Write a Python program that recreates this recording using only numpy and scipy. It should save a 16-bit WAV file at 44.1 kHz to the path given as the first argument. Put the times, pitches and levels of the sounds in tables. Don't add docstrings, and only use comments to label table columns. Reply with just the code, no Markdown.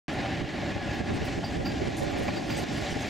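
import sys
import numpy as np
from scipy import signal
from scipy.fft import rfft, irfft, next_fast_len
from scipy.io import wavfile
from scipy.ndimage import uniform_filter1d, map_coordinates

SR = 44100
rng = np.random.default_rng(int(sys.argv[2]) if len(sys.argv) > 2 else 0)


def level_to_linear(level):
    exponent = np.asarray(level, float) / 20
    return 10 ** exponent


def log_audio(samples):
    frames = np.atleast_2d(samples).T
    limited = np.clip(frames, -1, 1)
    pcm = np.round(limited * 32767).astype(np.int16)
    wavfile.write(sys.argv[1], SR, pcm)


N = 136269


def unit(x):
    return x / np.sqrt(np.mean(x ** 2) + 1e-20)


def pan(db):
    return level_to_linear(db * np.array([[0.5], [-0.5]]))


def along(points, hz):
    f, v = np.transpose(points)
    return np.interp(np.log(hz + 1), np.log(f + 1), v)


def curves(rows):
    s, *columns = np.transpose(rows)
    return [np.interp(np.arange(N) / SR, s, column) for column in columns]


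def wobble(rate_hz):
    return map_coordinates(rng.standard_normal(400), [np.arange(N) * rate_hz / SR])


def filtered(x, response):
    m = next_fast_len(N + SR // 2)
    return irfft(rfft(x, m) * response(np.fft.rfftfreq(m, 1 / SR)), m)[..., :N]


# frequency in Hz, left-right correlation.
LIKENESS = [(60, 0.89), (400, 0.89), (800, 0.83), (3000, 0.94), (8900, 0.92)]
MONO_ABOVE_HZ = 9050


def rush(spectrum, patchy_db):
    z = signal.stft(rng.standard_normal((2, N)), nperseg=512)[2]
    field = uniform_filter1d(rng.standard_normal(z.shape[1:]), size=6, axis=0)
    field = uniform_filter1d(field, size=8, axis=1)
    pair = signal.istft(z * level_to_linear(patchy_db * unit(field)), nperseg=512)[1][:, :N]
    shut = [(spectrum[0][0] / 2, -120), *spectrum, (spectrum[-1][0] * 1.1, -120)]

    def mid_side(hz):
        turn = np.arccos(np.clip(along(LIKENESS, hz), -1, 1)) / 2 * (hz < MONO_ABOVE_HZ)
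        return level_to_linear(along(shut, hz)) * [np.cos(turn), np.sin(turn)]

    mid, side = filtered(pair, mid_side)
    return unit(np.array([mid + side, mid - side]))


def contact(start_s, length_s, t60_s, attack_s=0.00063):
    t = np.arange(N) / SR - start_s
    return np.clip(t / attack_s, 0, 1) * level_to_linear(-60 * np.clip(t - length_s, 0, 9) / t60_s)


def ring(modes, start_s, length_s, blur, flutter_db, attack_s=0.0079):
    t = np.arange(SR // 4) / SR
    out = np.zeros(N + SR)
    for hz, db, t60_s in modes:
        shake = uniform_filter1d(np.cumsum(rng.standard_normal(len(t))), size=60) * blur
        wobble_db = flutter_db * map_coordinates(rng.standard_normal(60), [t * 100])
        weight_db = db + wobble_db + 2 * rng.standard_normal()
        decay_db = -60 * np.clip(t - length_s, 0, 9) / t60_s
        shape = np.clip(t / attack_s, 0, 1) * level_to_linear(weight_db + decay_db)
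        out[round(start_s * SR):][:len(t)] += np.sqrt(2) * shape * np.sin(2 * np.pi * hz * t + shake)
    return out[:N]


# time in s, rolling level in dB, brightness in dB, roar in dB.
ROLL_COURSE = [(.09, -38, -8, -1), (.3, -40, -6.5, -2), (.5, -42, -3.5, -2.5), (.8, -40.5, -4, -2),
               (1.1, -41.5, -1, -2.5), (1.48, -44.5, 3, -2.5), (1.62, -45.5, 3, 1.5), (1.9, -43.5, 2.5, -1),
               (2.2, -42.5, 1.5, -2.5), (2.45, -44, 3, -2.5), (2.55, -42.5, 5.5, -1), (3.09, -40.5, 2, -1)]
# frequency in Hz, level in dB per Hz.
RAIL_SPECTRUM = [(300, -20.5), (560, -4.5), (780, -4), (1000, -12), (1700, -11.5), (4500, -23),
                 (7500, -32.5), (9500, -55.5)]
# frequency in Hz, level in dB per Hz.
TYRE_SPECTRUM = [(6000, -1.5), (8500, 3.5), (11000, -5.5), (14000, -9.5), (16000, -14)]
# time in s, tyre hiss in dB.
CARS_COURSE = [(.09, 6.5), (.5, 3), (.9, 3), (1.15, 2), (1.35, 0.5), (1.6, 3), (1.9, -0.5), (2.4, -1),
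               (2.7, 0.5), (3.09, 0)]
# frequency in Hz, level in dB per Hz.
ROAR_SPECTRUM = [(25, -30), (50, -3.5), (90, 0), (200, -1.5), (320, 0.5), (450, -13.5), (850, -12),
                 (1100, -52.5)]
TYRE_DB, ROAR_DB, RATTLE_DB = -32, -31, -15
RATTLE_PER_S, RATTLE_DECAY_S = 250, 0.0035


def rolling():
    level_db, bright_db, roar_db = curves(ROLL_COURSE)
    hiss = rush(RAIL_SPECTRUM, patchy_db=1.0)
    taps = (rng.random(N) < RATTLE_PER_S / SR) * level_to_linear(rng.standard_normal(N))
    decay = np.exp(-1 / (RATTLE_DECAY_S * SR))
    grains = signal.lfilter([1], [1, -decay], uniform_filter1d(taps, size=90))
    hiss = hiss * (1 + level_to_linear(RATTLE_DB) * unit(grains))
    high = filtered(hiss, lambda hz: 1 / (1 + (5000 / (hz + 1)) ** 2))
    tyres = level_to_linear(TYRE_DB + bright_db + curves(CARS_COURSE)[0]) * rush(TYRE_SPECTRUM, patchy_db=2.0)
    hiss = unit(hiss) + (level_to_linear(bright_db) - 1) * high + tyres
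    roar = rush(ROAR_SPECTRUM, patchy_db=0.5) * level_to_linear(ROAR_DB + roar_db + 0.81 * wobble(24.84))
    return level_to_linear(level_db + 8 + 0.59 * wobble(14)) * hiss + roar * pan(-0.8)


# time in s, pitch in Hz, level in dB.
SING_COURSE = [(.09, 1650, -52), (.35, 1670, -47), (.5, 1660, -48), (.9, 1671, -43.5), (1.4, 1672, -54),
               (1.8, 1634, -47), (2, 1815, -59), (2.2, 1710, -65), (3.09, 1725, -64)]
SING_WIDTH_HZ = 60


def sing():
    hz, db = curves(SING_COURSE)
    slow = filtered(rng.standard_normal((2, N)), lambda f: 1 / (1 + (f / SING_WIDTH_HZ) ** 2))
    a, b = unit(slow)
    phase = 2 * np.pi * np.cumsum(hz) / SR
    return level_to_linear(db) * (a * np.sin(phase) + b * np.cos(phase))


# time in s, level in dB, flutter over rumble in dB.
BREEZE_COURSE = [
    (.1, -50, -20),
    (.5, -46, -19),
    (.85, -41, -5),
    (1.2, -32.5, -4),
    (1.48, -41, -9),
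    (1.6, -37, 3.5),
    (2.25, -33.5, 9),
    (2.7, -34.5, 11),
    (3.02, -47, -13),
]
# time in s, level in dB, left over right in dB, gain duck in dB.
WIND_PUFFS = [(.36, -40, 10, 1.5), (0.42, -31.5, -9, 5), (0.453, -30, -1, 2.5), (.505, -41, 5, 1),
              (.55, -38, -3, 1), (0.625, -35, 0, 1), (0.721, -35, 10, 5), (0.767, -33, 17, 3.5),
              (0.871, -39, -3, 0), (1.013, -31.5, -6, 7.5), (1.108, -30.5, -7, 0.5), (1.18, -49, 0, 2.5),
              (1.224, -30, 4, -1), (1.391, -27, 2.5, 4.5), (1.545, -46, -2, -1), (1.573, -28, 1, 5.5),
              (1.607, -24.5, -0.5, 0.5), (1.74, -37, -5, 0), (1.822, -37.5, -7, 0), (1.882, -29, -4, 2),
              (2.032, -29, 1.5, 1.5), (2.08, -60, -1, 0.5), (2.212, -34, -9, -0.5), (2.382, -71, 29, 2),
              (2.52, -36, -5, 0), (2.642, -41, -7, 5.5), (2.719, -39, -13, -2.5), (2.933, -38.5, -15.5, 4),
              (2.971, -28.5, 10, 1)]
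# frequency in Hz, level in dB per Hz.
GUST_SPECTRUM = [(25, -11), (60, -4), (120, -0.5), (500, -7.5), (850, -19.5), (950, -25), (2500, -37)]
# frequency in Hz, level in dB per Hz.
FLUTTER_SPECTRUM = [(120, -9), (280, -4.5), (390, -1), (550, -3), (800, -8), (950, -18), (1300, -18.5),
                    (2500, -34)]
PUFF_S, SWAY_DB = 0.015, 3
GUST_SHARED, FLUTTER_OPPOSED = 0.47, 0.73
LEE_DB = -2


def turbulence(spectrum):
    closed = [*spectrum, (6000, -93), (9000, -150)]
    return unit(filtered(rng.standard_normal((3, N)), lambda hz: level_to_linear(along(closed, hz))))


def wind():
    t = np.arange(N) / SR
    breeze_db, flutter_db = curves(BREEZE_COURSE)
    swell = level_to_linear(breeze_db + SWAY_DB * np.array([wobble(12), wobble(18)]))
    puffs = np.zeros((2, N))
    for s, db, pan_db, _ in WIND_PUFFS:
        puffs += level_to_linear(db) * pan(pan_db) * np.exp(-((t - s) / PUFF_S) ** 2)
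    a, b, c = turbulence(FLUTTER_SPECTRUM)
    flutter = np.sqrt(FLUTTER_OPPOSED) * np.array([c, -c])
    flutter += np.sqrt(1 - FLUTTER_OPPOSED) * np.array([a, b])
    p, q, r = turbulence(GUST_SPECTRUM)
    gust = np.sqrt(GUST_SHARED) * r + np.sqrt(1 - GUST_SHARED) * np.array([p, q])
    mix = (gust + level_to_linear(flutter_db) * flutter) / np.sqrt(1 + level_to_linear(2 * flutter_db))
    return (swell + puffs) * mix * pan(LEE_DB)


# start in s, level in dB, length in s.
CHAIN_JINGLES = [(0.127, -71, 0.017), (1.14, -70, .02), (1.241, -66, 0.016), (1.967, -58, 0.024),
                 (2.028, -62.5, 0.0073), (2.174, -68, 0.023), (2.22, -66, 0.022), (2.499, -68, .02),
                 (2.567, -61, 0.035), (2.719, -65, 0.02), (2.77, -67, .01), (2.899, -65, .02),
                 (3.005, -66.5, 0.024)]
# frequency in Hz, level in dB, t60 in s.
CHAIN_MODES = [(5750, -6, .04), (7190, -1, 0.07), (8170, 0, 0.06), (9330, -3, .06), (10000, -4, 0.08),
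               (11300, -10, .05), (12400, -13, .05), (13700, -14, 0.05)]
# frequency in Hz, level in dB per Hz.
GRIT_SPECTRUM = [(4000, -30), (5800, 0), (8000, -2), (10000, -7), (13500, -12), (15500, -20)]
# time in s, level in dB.
SPUTTER_COURSE = [(.09, -72), (.8, -74), (1.3, -70), (1.6, -72), (2.0, -65), (2.3, -66), (2.55, -60),
                  (2.68, -67), (2.8, -64), (3.09, -63)]
GRIT_DB, GRIT_T60_S = 7, 0.17


def chain():
    grit = rush(GRIT_SPECTRUM, patchy_db=7)
    out = level_to_linear(curves(SPUTTER_COURSE)[0]) * grit
    for s, db, length_s in CHAIN_JINGLES:
        links = ring(CHAIN_MODES, s, length_s, blur=0.085, flutter_db=3)
        out += level_to_linear(db) * (links + level_to_linear(GRIT_DB) * contact(s, length_s, GRIT_T60_S) * grit)
    return out


# time in s, peak in dB.
RAIL_BUMPS = [(0.244, -22.5), (0.323, -26), (0.62, -26), (0.799, -30), (1.207, -36), (1.431, -20.5),
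              (1.53, -36), (1.799, -29), (1.999, -31), (2.08, -26), (2.135, -31.5), (2.341, -27.5),
              (2.58, -34), (2.811, -43), (2.85, -39), (2.961, -23), (3.006, -27), (3.029, -26.5)]
# frequency in Hz, level in dB, t60 in s.
WHEEL_MODES = [(590, -2, .07), (780, -1, .07), (690, -5, .05), (850, -5, .05), (1090, -4, .05),
               (1400, -3, .04), (1900, -6, .04), (2250, -10, .04)]
BUMP_DB, BUMP_S, WHEEL_BLUR, WHEEL_FLUTTER_DB = -11.5, 0.015, 0.05, 2.2


def bumps():
    out = np.zeros(N)
    for s, db in RAIL_BUMPS:
        wheel = ring(WHEEL_MODES[:4], s - 0.004, BUMP_S, WHEEL_BLUR, WHEEL_FLUTTER_DB, attack_s=0.0067)
        out += level_to_linear(db + BUMP_DB) * wheel
    return out


# time in s, clack in dB, thump in dB.
RAIL_JOINTS = [
    (.258, -44, -45),
    (0.559, -42.5, -47),
    (1.09, -42, -49),
    (1.274, -38, -48),
    (1.429, -39.5, -39),
    (1.657, -38.5, -40),
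    (2.279, -32.5, -46),
    (2.497, -37, -33),
]
# frequency in Hz, level in dB per Hz.
CRACK_SPECTRUM = [(400, -5), (800, 2), (1300, -2), (2200, -1), (3200, -11), (4500, -19), (8000, -32)]
# frequency in Hz, level in dB per Hz.
THUMP_SPECTRUM = [(50, -10), (110, 12), (300, -3), (450, -20)]
WHEEL_DB, CRACK_S, CRACK_T60_S = -3, 0.013, 0.05


def joints():
    crack, thump = rush(CRACK_SPECTRUM, patchy_db=0.5), rush(THUMP_SPECTRUM, patchy_db=3.0)
    out = np.zeros((2, N))
    for s, clack_db, thump_db in RAIL_JOINTS:
        wheel = ring(WHEEL_MODES, s, 0.012, WHEEL_BLUR, WHEEL_FLUTTER_DB, attack_s=0.0029)
        out += level_to_linear(clack_db) * (level_to_linear(WHEEL_DB) * wheel + contact(s, CRACK_S, CRACK_T60_S) * crack)
        out += level_to_linear(thump_db) * contact(s, 0.032, 0.14, attack_s=0.0087) * thump
    return out


# start in s, level in dB, length in s, scrape over ring in dB.
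BAR_CLANKS = [(.932, -66, .024, 11), (1.248, -63, .03, 12), (1.439, -46, 0.03, -10),
              (1.652, -43, 0.026, -4), (1.702, -68, 0.028, -7), (2.274, -56, 0.011, 2),
              (2.362, -52, .02, -6), (2.497, -49, 0.03, 0), (2.524, -53.5, 0.044, -1), (2.575, -57, .03, 5),
              (2.74, -62, .04, 3), (2.77, -66, 0.033, 3), (3.06, -66, .05, 10)]
# frequency in Hz, level in dB, t60 in s.
BAR_MODES = [(4730, 3, 0.11), (4700, -3, .09), (4722, -10, .5), (4480, -10, .06), (5280, -11, .09),
             (13810, -26, .16), (13950, -29, .1), (14400, -31, .08), (15300, -29, .06)]
# frequency in Hz, level in dB per Hz.
SCRAPE_SPECTRUM = [(1200, -40), (2000, 0), (5000, 6), (9000, -20), (13000, -7), (15500, -4), (16300, -22)]
BAR_BLUR, BAR_FLUTTER_DB, BAR_PAN_DB, SCRAPE_T60_S = 0.06, 2.2, -3, 0.1


def bar():
    scrape = rush(SCRAPE_SPECTRUM, patchy_db=1)
    out = np.zeros((2, N))
    for s, db, length_s, scrape_db in BAR_CLANKS:
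        tone = ring(BAR_MODES, s, length_s, BAR_BLUR * level_to_linear(scrape_db / 2), BAR_FLUTTER_DB)
        rub = contact(s, length_s / 2, SCRAPE_T60_S, attack_s=0.0038) * scrape
        out += level_to_linear(db) * (tone + level_to_linear(scrape_db) * rub)
    return out * pan(BAR_PAN_DB)


def scene():
    return rolling() + sing() + wind() + chain() + bumps() + joints() + bar()


# frequency in Hz, half width in Hz, gain in dB.
HOUSING_RESONANCES = [(496.4, 24.3, -11), (655, 19.8, -9), (912, 70, -7.5), (1147, 59, -7),
                      (1302, 70, -9.5), (1555, 57.5, -13.5), (1584, 80, 5), (1137, 35, 3)]


def housing(x):
    return filtered(x, lambda f: level_to_linear(sum(db / (1 + ((f - hz) / width_hz) ** 2)
                                         for hz, width_hz, db in HOUSING_RESONANCES)))


ATTACK_S, RELEASE_S = 0.0031, 0.055


def gain_control(x):
    t = np.arange(N) / SR
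    duck_db = np.zeros(N)
    for s, _, _, db in WIND_PUFFS:
        recovery = np.exp(-np.clip(t - s, 0, 9) / RELEASE_S)
        duck_db += np.abs(db) * np.clip((t - s) / ATTACK_S, 0, 1) * recovery
    return x * level_to_linear(-duck_db)


def roll_off(x):
    return signal.sosfilt(signal.butter(12, 16440, fs=SR, output="sos"), x)


START_S = 0.0813


def record(dry):
    mix = gain_control(housing(dry)) * (np.arange(N) / SR > START_S)
    return roll_off(mix)


dry = scene()
out = record(dry)
log_audio(out)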